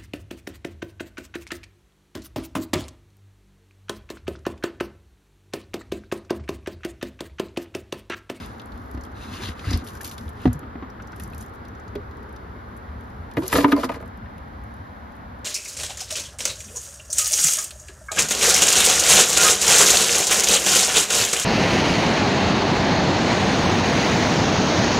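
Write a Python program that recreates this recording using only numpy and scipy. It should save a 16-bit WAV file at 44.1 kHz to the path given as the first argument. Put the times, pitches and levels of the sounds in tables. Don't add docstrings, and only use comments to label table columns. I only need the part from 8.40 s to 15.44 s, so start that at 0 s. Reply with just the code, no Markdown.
import sys
import numpy as np
from scipy import signal
from scipy.fft import rfft, irfft
from scipy.io import wavfile
from scipy.ndimage import uniform_filter1d

SR = 44100
rng = np.random.default_rng(int(sys.argv[2]) if len(sys.argv) > 2 else 0)


def linear_from_db(decibels):
    return 10 ** (np.asarray(decibels, float) / 20)


def generate_wav(sig):
    pcm = np.round(np.clip(np.atleast_2d(sig).T, -1, 1) * 32767).astype(np.int16)
    wavfile.write(sys.argv[1], SR, pcm)


N = 310684

# start_s, level_db
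TWIST = [
    [(0.0, -45.5), (0.154, -60), (0.23, -72)],
    [(0.74, -69), (0.764, -55.5), (0.836, -49), (0.906, -50), (0.948, -41.5), (0.99, -45), (1.038, -39),
     (1.1, -42.5), (1.142, -58)],
    [(1.15, -56), (1.17, -55), (1.2, -49), (1.225, -50), (1.25, -44.5), (1.29, -42), (1.335, -38),
     (1.37, -45.5), (1.43, -58)],
    [(1.96, -63), (2.04, -51), (2.06, -49), (2.098, -62), (2.14, -61)],
]
# start_s, pitch_hz, level_db (against the scrape)
SQUEAL = [(0.0, 3480, -11), (0.8, 3930, -3), (0.88, 3820, -3), (0.935, 2800, -5), (0.98, 2990, -5),
          (1.02, 3610, -3.5), (1.05, 3780, 4.5), (1.085, 3400, -0.5), (1.2, 3470, -20), (1.3, 4960, -9),
          (1.34, 4830, 5), (1.4, 4400, -13), (2.04, 2950, 0)]
# centre_hz, width_hz (nominal), level_db (per Hz)
THREAD = [(1200, 120, 4.5), (1630, 260, 6), (2000, 240, 4), (2730, 450, 3), (3800, 840, 0.5),
          (4920, 320, 0), (6000, 1200, -6.5)]
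# freq_hz, level_db (per Hz)
TRAFFIC = [(20, -38), (36, -13), (70, -3.5), (110, -8.5), (150, -18.5), (236, -11.5), (310, -20),
           (420, -20), (620, -26), (800, -24), (1300, -25.5), (2000, -32), (2600, -43.5), (4000, -44.5)]
# freq_hz, level_db (per Hz)
TRAFFIC_WIDE = [(22, -6), (80, -12.5), (174, -14.5), (229, -12.5), (294, -13), (370, -13.5), (653, -8.5),
                (1300, -9), (1640, -10), (1800, -26), (2300, -29), (2700, -34), (4000, -36)]
# freq_hz, shared_db, wide_db
HISS = [(5200, -49, -41), (7400, -58, -43), (7900, -88, -43), (8700, -88, -44), (9300, -57, -47),
        (11000, -54, -52), (11800, -54, -70), (13000, -56, -54), (14300, -62, -56), (14800, -85, -62),
        (16000, -95, -85)]
# time_s, level_db
SWELL = [
    [(0, -0.5), (.7, 0.5), (1.5, 1.5), (2.9, 1), (3.4, 0.5), (3.9, 3.5), (4.4, -0.5), (5.7, -3.5),
     (6.2, -7), (7.04, -6.5)],
]
# start_s, peak_db, pitch_hz (sets the puff's bands), top_db (fine treble)
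PUFFS = [(0.0604, -52, 3690, -54), (0.196, -33, 3270, -63), (0.2164, -43, 3290, -63),
         (0.258, -55, 2500, -58), (0.3193, -39.5, 3630, -67), (0.357, -47, 3050, -72),
         (0.376, -46, 3630, -59), (0.44, -64, 6000, -68), (0.48, -61, 5000, -70), (0.5127, -49, 3970, -54),
         (0.538, -48, 5000, -68), (0.547, -46, 4800, -65), (0.5743, -45, 3780, -73),
         (0.61, -38.5, 5980, -64), (0.6355, -36.5, 5500, -57), (0.65, -41, 2950, -56),
         (0.9373, -30, 2690, -65), (1.0201, -33, 3580, -61), (1.035, -24.5, 3730, -59),
         (1.1925, -29, 2750, -69), (1.307, -21.5, 5170, -53), (1.3305, -19.5, 4460, -50),
         (1.374, -36, 4510, -43), (1.4456, -44, 4780, -55), (1.466, -34, 2900, -56),
         (1.473, -32.5, 4100, -45.5), (1.4852, -32.5, 3390, -47), (1.551, -40, 5640, -53),
         (1.5704, -42, 5460, -62), (1.612, -42, 7200, -41), (1.632, -43, 5940, -42),
         (1.646, -25, 4800, -38), (1.676, -34, 3900, -43), (1.695, -31, 6200, -53),
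         (1.712, -28.5, 3200, -50), (1.78, -28.5, 3700, -48), (1.8088, -40, 4850, -63),
         (1.8795, -38.5, 3250, -62), (1.8914, -46, 2570, -52), (2.017, -47, 2600, -58),
         (2.0547, -25, 2680, -67), (2.075, -34, 3870, -70), (2.1304, -33.5, 6460, -43),
         (2.148, -62, 6000, -65), (2.192, -45, 2570, -51.5), (2.5, -42, 5400, -66),
         (2.622, -42.5, 6000, -64), (2.6724, -39.5, 6000, -64), (2.72, -42, 5760, -68),
         (2.761, -53, 2730, -54), (2.798, -36, 3120, -44), (2.822, -47, 6740, -55), (2.835, -36, 5950, -44),
         (2.877, -58, 6000, -56), (2.901, -62, 6500, -59), (2.925, -56, 6000, -64),
         (2.9343, -40, 2640, -61), (2.947, -42, 4550, -52), (2.98, -52, 7420, -48),
         (3.0087, -30.5, 7900, -51), (3.025, -42, 4320, -48), (3.062, -53, 2630, -56),
         (3.095, -61, 6000, -66), (3.1373, -57, 5500, -63), (3.148, -58, 6000, -63),
         (3.158, -56, 6000, -64), (3.251, -40.5, 3700, -66), (3.2828, -46, 6000, -60),
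         (3.3506, -47, 5100, -73), (3.3841, -65, 6000, -80), (3.397, -44.5, 6600, -74),
         (3.4624, -67, 6000, -81), (3.479, -42, 5400, -74), (3.556, -32, 2770, -72),
         (3.711, -45, 4220, -69), (3.77, -51, 5000, -66), (3.83, -51, 5000, -65), (3.927, -62, 6000, -61),
         (3.9619, -41, 3970, -62), (4.288, -63, 5500, -72), (4.31, -66, 6000, -79), (4.32, -68, 6000, -78),
         (4.366, -64, 6000, -61), (4.374, -61, 5500, -58), (4.6084, -50, 3910, -62), (4.64, -66, 6000, -70),
         (4.675, -66, 6000, -76), (4.7, -56, 5800, -70), (4.913, -37.5, 2540, -60),
         (4.9367, -42, 5200, -59), (5.0796, -24, 5000, -28), (5.207, -19, 2530, -44),
         (5.6127, -56, 5940, -61), (5.653, -58, 3800, -70), (5.6596, -59, 6000, -63),
         (5.6775, -52, 6500, -60), (5.7738, -60, 6000, -64), (5.9804, -44.5, 2620, -61.5),
         (6.172, -66, 5600, -80), (6.238, -66, 6000, -62), (6.34, -66, 6000, -61), (6.367, -68, 6000, -68),
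         (6.72, -54, 6500, -69), (6.765, -68, 6000, -66), (6.99, -68, 6000, -67)]
# start_s, peak_db, pitch_hz, rise_per_s (half the climb, as share of the pitch)
PLOPS_AND_TICKS = [(0.995, -25, 321, 6.3), (1.242, -23, 1270, 6.8), (1.25, -25, 1257, 4.5),
                   (1.424, -29, 336, 3.2), (1.551, -26, 1520, 5.6), (1.607, -19, 1690, 6.3),
                   (1.626, -29.5, 486, 36), (1.779, -34, 1910, 5), (2.425, -22, 1088, 4),
                   (2.439, -29, 966, 6.4), (2.599, -23.5, 1400, 6.4), (2.73, -23.5, 1500, 4.3),
                   (2.798, -25, 1860, 5), (2.932, -27.5, 2600, 5), (4.884, -33, 834, 6.3),
                   (5.058, -42, 3360, 5), (5.364, -21, 4770, 5), (5.379, -20, 4600, 5),
                   (5.858, -28, 1760, 4.9)]
# start_s, level_db, hold_s
SPRAY = [(1.44, -62, 0.039), (1.474, -60, 0.023), (1.53, -63, 0.047), (1.608, -55, 0.0091),
         (1.644, -46, 0.023), (1.713, -51.5, 0.0047), (1.781, -63, .01), (1.81, -71, 0.067),
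         (2.13, -64, 0.0089), (2.76, -67, 0.02), (2.8, -62, 0.042), (2.94, -75, 0.019),
         (2.98, -61.5, 0.048)]
# time_s, rate_db (above one drip a second)
DRIPPING = [
    [(0, 26), (.7, 22), (1.9, 30), (2.2, -10), (2.75, -10), (2.85, 28), (3.1, 20), (3.4, -10), (4.8, -10),
     (5.5, 20), (5.8, -10), (7.04, -10)],
]
# start_s, crack_db, drum_hz, drum_db, hollow_db
KNOCKS = [(0.545, -40, 82, -31.5, -37), (0.574, -36, 64, -34, -38), (0.67, -50, 67, -53, -41.5),
          (1.088, -33, 73, -31, -38.5), (1.27, -38, 94.5, -20.5, -39), (1.281, -36, 95.6, -27, -33),
          (1.313, -44, 131, -49, -27.5), (1.334, -44, 70, -18, -29.5), (1.356, -46, 70, -20, -35),
          (1.422, -50, 102, -42, -35), (1.859, -52, 75.5, -33, -43.5), (2.055, -19, 130, -17.5, -16),
          (2.074, -29, 105, -17, -24.5), (2.148, -41, 147, -28, -50), (2.231, -36, 128, -42, -36.5),
          (2.355, -37, 59.6, -55, -35), (2.424, -39, 78, -42, -37), (3.553, -32.5, 63, -36, -31.5),
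          (4.489, -40, 58.5, -33.5, -56)]
# pitch_hz, level_db, t60_s (undamped)
RIM = [(470, 1, 0.15), (581, 0, 0.083), (655, -4, 0.15), (820, -21.5, 0.28), (908, -4.5, 0.079),
       (1011, -1.5, 0.067), (1228, -2.5, 0.06), (1343, -7, 0.046), (1406, -9, 0.036), (1530, -15, 0.05),
       (1716, -10.5, 0.062), (1760, -18.5, 0.056), (1937, -11.5, 0.072), (2000, -30, 0.0082),
       (2100, -8.5, 0.029), (2390, -16, 0.039), (2500, -20, 0.077), (2930, -19, 0.026)]
# start_s, rim_db, centre_hz (of the blow), dish_db, dish_hz
BOUNCES = [(3.555, -31, 470, -24.5, 410), (4.9696, -17, 1870, -20, 307), (4.971, -15.5, 463, -20, 272),
           (4.984, -25.5, 452, -20, 334), (5.021, -25.5, 880, -32, 359), (5.037, -33, 470, -26.5, 370),
           (5.122, -23, 1800, -40, 330), (5.127, -7, 1860, -25, 340), (5.137, -16, 615, -19.5, 283),
           (5.152, -9.5, 465, -21.5, 393), (5.155, -10, 1730, -40, 297), (5.163, -19, 470, -22, 283),
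           (5.181, -11.5, 660, -13.5, 282.6), (5.184, -15, 2000, -39, 302), (5.205, -23, 2250, -21, 282),
           (5.233, -25, 1240, -23, 380), (5.244, -1, 1060, -8.5, 283), (5.282, -22, 1300, -16.5, 278),
           (5.316, -21, 452, -35, 270), (5.3192, -13, 2720, -40, 290), (5.3224, -12, 2350, -28, 298),
           (5.327, -12, 1200, -6.5, 284), (5.364, -20.5, 1000, -36, 290), (5.375, -18, 560, -26, 241),
           (5.389, -21, 543, -25.5, 290), (5.433, -14.5, 1200, -28, 345), (5.442, -18.5, 1340, -22, 259),
           (5.4906, -24, 2390, -34, 258), (5.494, -17, 940, -30, 264), (5.5, -23, 590, -37, 296),
           (5.517, -28, 2600, -38, 320), (5.521, -30, 1110, -49, 320), (5.543, -30.5, 2000, -38, 302),
           (5.561, -28, 640, -35, 264), (5.603, -32, 603, -41, 376), (5.626, -32, 714, -51, 373)]
# time_s, level_db
SKID = [
    [(4.96, -71), (4.99, -53), (5.06, -43), (5.11, -42), (5.13, -28.5), (5.185, -31.5), (5.235, -41),
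     (5.27, -47), (5.31, -43.5), (5.35, -56), (5.40, -39.5), (5.425, -46), (5.445, -32), (5.48, -56),
     (5.56, -53), (5.6, -80), (5.72, -74)],
]
# freq_hz, lead_rad (right ahead of left), tilt_db (left louder)
PORTS = [(0, 0, 1.5), (430, 0.4, -2), (700, -0.5, -2), (1290, 0, 0.5), (1800, -0.4, 1), (2400, -0.3, 2),
         (2930, -1, 2), (4500, -0.4, 3.5), (5600, 0.9, 2), (6500, 1.1, 1), (7750, 2.7, 0), (8700, 3.2, 0),
         (9300, 4, 0), (11100, 6, -0.5), (13000, 6.7, 0), (14600, 9.2, 0), (22050, 10, 0)]
# lag_s, level_db
ECHOES = [(.0031, -8.5), (.0052, -23), (.0074, -7.5), (.013, -20), (.021, -18.5), (.029, -23)]


def rms_one(x):
    return x / np.sqrt(np.mean(x ** 2) + 1e-20)


def strokes(curves):
    t = np.arange(N) / SR
    gain = sum(linear_from_db(np.interp(t, *np.transpose(curve), -140, -140)) for curve in curves)
    return uniform_filter1d(gain, size=150)


def band(x, low_hz, high_hz):
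    edges_hz = [low_hz, min(high_hz, .45 * SR)]
    return signal.sosfilt(signal.butter(2, edges_hz, "band", fs=SR, output="sos"), x)


def low_pass(x, order, cutoff_hz):
    return signal.sosfilt(signal.butter(order, cutoff_hz, fs=SR, output="sos"), x)


def coloured(spectrum):
    hz, level_db = np.transpose(spectrum)
    log_hz = np.log(np.fft.rfftfreq(N, 1 / SR) + 1)
    gain = linear_from_db(np.interp(log_hz, np.log(hz), level_db))
    return rms_one(irfft(rfft(rng.standard_normal(N)) * gain, N))


def grains(per_s, spread_db):
    sizes = linear_from_db(spread_db * np.minimum(rng.exponential(1, N), 5)) * rng.choice([-1, 1], N)
    return sizes * (rng.random(N) < per_s / SR) + 1e-18


def flicker(rate_hz, depth_db):
    knots = rng.standard_normal(int(N / SR * rate_hz) + 2)
    return linear_from_db(depth_db * np.interp(np.arange(N) / SR * rate_hz, np.arange(len(knots)), knots))


def bursts(rows, t60_s):
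    onset_db_per_s = 14000
    out = np.zeros(N)
    t = np.arange(SR // 2) / SR - .02
    for start_s, level_db, hold_s in rows:
        onset_db = onset_db_per_s * np.minimum(t, 0)
        decay_db = 60 * np.maximum(t - hold_s, 0) / t60_s
        add(out, start_s + t[0], linear_from_db(level_db + onset_db - decay_db))
    return out


def dying(hz, t60_s, rise_s=.002, phase=0., sag=0.):
    t = np.arange(int(.5 * SR)) / SR
    turns = hz * (t + sag * 0.0081 * (1 - np.exp(-t / 0.0065)))
    return np.sin(2 * np.pi * turns + phase) * 10 ** (-3 * t / t60_s) * (1 - np.exp(-t / rise_s))


def add(out, start_s, x):
    i = round(start_s * SR)
    out[i:i + len(x)] += x[:N - i]


def slosh():
    pops_per_s, cycles = 800, 24.0
    pops = grains(pops_per_s, 3.1)
    dealt = rng.integers(0, 16, N)
    out = 0
    for k, hz in enumerate(np.geomspace(1000, 4800, 16)):
        radius = linear_from_db(-60 * hz / (cycles * SR))
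        w = 2 * np.pi * hz / SR
        resonator = [1, -2 * radius * np.cos(w), radius * radius]
        out = out + signal.lfilter([np.sin(w)], resonator, pops * (dealt == k) + 1e-18)
    return rms_one(out)


def squeal(slips):
    width_hz = 770
    start_s, pitch_hz, level_db = np.transpose(SQUEAL)
    t = np.arange(N) / SR
    sway = rms_one(low_pass(slips, 2, width_hz / 2))
    carrier = np.sin(2 * np.pi * np.cumsum(np.interp(t, start_s, pitch_hz)) / SR)
    return linear_from_db(np.interp(t, start_s, level_db)) * sway * carrier


def twist():
    film_db, slosh_db = -6.5, -1
    drum_db, firm_rub_db, drum_follows = -38, -40, 0.6
    slips = grains(3000, 2.1) * flicker(60.4, 2.1)
    scrape = 0
    for hz, width, db in THREAD:
        resonance = rms_one(band(slips, hz - 0.45 * width, hz + 0.5 * width))
        scrape = scrape + linear_from_db(db) * flicker(40.0, 2.1) * resonance * np.sqrt(width)
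    film = rms_one(band(grains(8600, 1.4) * flicker(49.7, 0.62), 5300, 10900))
    drum = rms_one(band(rng.standard_normal(N), 52, 116)) + linear_from_db(-1.5) * rms_one(band(slips, 184, 280))
    rub = strokes(TWIST)
    thread = rms_one(scrape) + squeal(slips) + linear_from_db(slosh_db) * slosh() + linear_from_db(film_db) * film
    return rub * thread + linear_from_db(drum_db) * (rub / linear_from_db(firm_rub_db)) ** drum_follows * drum


def traffic():
    shared_db, wide_db, left_db = -38, -43.5, 1
    bass_follows, middle_follows = 0.023, 0.39
    mid = coloured(TRAFFIC + [(hz, shared) for hz, shared, wide in HISS])
    side = coloured(TRAFFIC_WIDE + [(hz, wide) for hz, shared, wide in HISS])
    swell = strokes(SWELL)
    mid = mid + band(mid, 40, 344) * (swell ** bass_follows * flicker(12, 2.4) - 1)
    middle = band(mid, 286, 565) * (swell - 1)
    upper = band(mid, 950, 1770) * (swell ** middle_follows * flicker(1.39, 0.27) - 1)
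    mid = mid + middle + upper
    mid = mid + band(mid, 3200, 16000) * (linear_from_db(-7) * flicker(2.5, 3.0) - 1)
    lean_db = left_db * np.array([[.5], [-.5]])
    return linear_from_db(shared_db + lean_db) * mid + linear_from_db(wide_db) * side * [[1], [-1]]


def puffs():
    body_t60_s, top_t60_s = 0.026, 0.013
    first_click = 0.79
    out, t = np.zeros(N), np.arange(int(.1 * SR)) / SR
    decay = 10 ** (-3 * t / [[body_t60_s], [top_t60_s]])
    rise = 1 - np.exp(-t / [[0.0009], [0.0003]])
    for start_s, peak_db, hz, top_db in PUFFS:
        puff = rng.standard_normal((2, len(t))) * decay * rise
        puff[:, 0] = first_click
        body = band(band(puff[0], hz / 1.52, hz * 1.09), hz / 0.71, hz * 4.4)
        top = band(puff[1], 7100, 12700)
        body = linear_from_db(peak_db - 2.5) * body / np.abs(body).max()
        add(out, start_s, body + linear_from_db(top_db + 16.0) * top / np.abs(top).max())
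    return out


def plops_and_ticks():
    out, t = np.zeros(N), np.arange(int(.1 * SR)) / SR
    for start_s, peak_db, hz, rise in PLOPS_AND_TICKS:
        rough = 1 + 2.6 * band(rng.standard_normal(len(t)), 75, 970)
        tone = np.sin(2 * np.pi * hz * t * (.96 + rise * t))
        envelope = np.exp(-t * hz / 10.0) * (1 - np.exp(-t / 0.00057))
        add(out, start_s, linear_from_db(peak_db - 9.5) * rough * tone * envelope)
    return out


def spray():
    crackle = grains(4400, 3.8) * flicker(71, 0.79)
    sheet = band(crackle, 3000, 12500) + linear_from_db(-7.0) * band(crackle, 2260, 4200) * flicker(31.5, 1.2)
    return linear_from_db(8.5) * bursts(SPRAY, 0.15) * rms_one(sheet)


def patter():
    level_db, t60_s = -76, 0.013
    drips = grains(SR, 0.32) * (rng.random(N) < strokes(DRIPPING) / SR)
    clicks = band(band(drips, 2600, 13000), 2600, 14000)
    envelope = signal.lfilter([1], [1, -linear_from_db(-60 / (t60_s * SR))], np.abs(clicks))
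    return linear_from_db(level_db) * rms_one(envelope * band(rng.standard_normal(N), 4400, 12200))


def rim_ring(luck, damping, centre_hz):
    focus_db_per_octave, luck_db = 16.5, 3
    ring = 0
    for k, (hz, db, t60_s) in enumerate(RIM):
        level_db = db + luck_db * luck[k] - focus_db_per_octave * abs(np.log2(hz / centre_hz))
        ring = ring + linear_from_db(level_db) * dying(hz, t60_s * damping, 0.0036, 3 * luck[-k - 1])
    crack = band(rng.standard_normal(len(ring)), 360, 1.68 * centre_hz + 1200)
    crack = band(crack, 440, 0.41 * centre_hz + 2000)
    crack = crack * 10 ** (-3 * np.arange(len(ring)) / SR / 0.043)
    blow = ring / np.abs(ring).max() + linear_from_db(1.0) * crack
    return blow / np.abs(blow).max()


def knocks():
    hollow_hz, depth_hz = 249.2, 72
    # ratio, level_db, t60_s
    hollow_modes = [(1, 7.0, 0.14), (0.757, 5.0, 0.068), (1.117, -6.5, 0.11),
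                    (1.824, -2, 0.036), (2.864, -6, 0.061)]
    out, luck = np.zeros(N), rng.standard_normal((len(KNOCKS), 40))
    for (start_s, crack_db, drum_hz, drum_db, hollow_db), row in zip(KNOCKS, luck):
        add(out, start_s, linear_from_db(crack_db) * rim_ring(row, 0.26, 1770))
        add(out, start_s, linear_from_db(drum_db + 8.0) * dying(drum_hz, 0.13, 0.0045, sag=0.067))
        add(out, start_s, linear_from_db(drum_db + 5) * dying(depth_hz, 0.21, 0.0084))
        for ratio, db, t60_s in hollow_modes:
            mode = dying(hollow_hz * ratio * (1 + 0.044 * row[1]), t60_s, 0.0013, sag=0.25)
            add(out, start_s, linear_from_db(hollow_db + db + 1.66 * row[0]) * mode)
    return out


def lid_blows():
    free_ring_s = 0.0517
    out, luck = np.zeros(N), rng.standard_normal((len(BOUNCES), 40))
    for (start_s, rim_db, centre_hz, dish_db, dish_hz), row in zip(BOUNCES, luck):
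        dish = dying(dish_hz, 0.17, 0.0021)
        dish = dish + linear_from_db(-15) * dying(dish_hz * 0.728, 0.09, 0.017)
        dish = dish + linear_from_db(-10.0) * dying(dish_hz * 1.4, 0.1, 0.0047)
        choked_s = np.maximum(np.arange(len(dish)) / SR - free_ring_s, 0)
        ring = linear_from_db(dish_db + 3.5) * dish + linear_from_db(rim_db) * rim_ring(row, 0.55, centre_hz)
        add(out, start_s, ring * np.exp(-choked_s / 0.0011))
    return out


def lid_rattle():
    scuff_db, scuff_follows = -37.5, 0.43
    scuff_t60_s = 0.0075
    wet_db, drying_db_per_s = 0.5, 15.5
    chatter_db, chatter_t60_s = -27.5, 0.31
    thud_db, thud_t60_s = -11.5, 0.16
    settling_db_per_s = 52
    landing_s = 4.97
    grit = grains(4000, 3.1) * flicker(81, 3.3)
    wet = grains(7000, 3.8) * flicker(90, 3.0)
    grind = band(grit, 1930, 5950) + linear_from_db(-7.5) * band(grit, 5550, 8500)
    grind = rms_one(grind + linear_from_db(-8) * band(grit, 3250, 3260) * flicker(24.6, 1.5))
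    film = rms_one(band(wet, 6600, 13400))
    chatter = rms_one(sum(linear_from_db(db) * rms_one(band(grit, hz / 1.05, hz * 1.05)) for hz, db, t60_s in RIM))
    thud = rms_one(band(rng.standard_normal(N), 45, 183))
    blows = [(start_s, rim_db, 0) for start_s, rim_db, *rest in BOUNCES]
    since_s = np.clip(np.arange(N) / SR - landing_s, 0, 1)
    drag = strokes(SKID)
    scuff = linear_from_db(scuff_db) * bursts(blows, scuff_t60_s) ** scuff_follows
    out = (drag + scuff) * grind
    out = out + linear_from_db(wet_db - drying_db_per_s * since_s) * (drag + linear_from_db(3) * scuff) * film
    out = out + (linear_from_db(chatter_db) * bursts(blows, chatter_t60_s) + linear_from_db(-6) * drag) * chatter
    return out + linear_from_db(thud_db - settling_db_per_s * since_s) * bursts(blows, thud_t60_s) * thud


def dropped_lid():
    return lid_blows() + lid_rattle()


def ports(x):
    hz, lead_rad, tilt_db = np.transpose(PORTS)
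    grid_hz = np.fft.rfftfreq(N, 1 / SR)
    half = linear_from_db(np.interp(grid_hz, hz, tilt_db) / 2) * np.exp(-.5j * np.interp(grid_hz, hz, lead_rad))
    out = irfft(rfft(x) * [half, 1 / half], N)
    dull = band(band(x, 620, 2300), 410, 2300) + linear_from_db(1.5) * band(x, 3300, 7100)
    dull = dull + linear_from_db(-2) * band(band(x, 11000, 14000), 10000, 18000)
    for k, (lag_s, db) in enumerate(ECHOES):
        add(out[k % 2], lag_s, linear_from_db(db) * dull)
        add(out[1 - k % 2], lag_s, -linear_from_db(db - 10.0) * dull)
    return out


def scene():
    water = puffs() + plops_and_ticks() + spray() + patter()
    return ports(twist() + water + knocks() + dropped_lid()) + traffic()


def top_cut(x):
    return signal.sosfilt(signal.butter(12, 16530, fs=SR, output="sos"), x)


def record(dry):
    low_hz, top_hz = 40.2, 16100
    heard = low_pass(dry, 6, top_hz)
    heard = signal.sosfilt(signal.butter(2, low_hz, "high", fs=SR, output="sos"), heard)
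    return top_cut(1.253 * np.tanh(heard / 1.349))


dry = scene()
out = record(dry)
generate_wav(out)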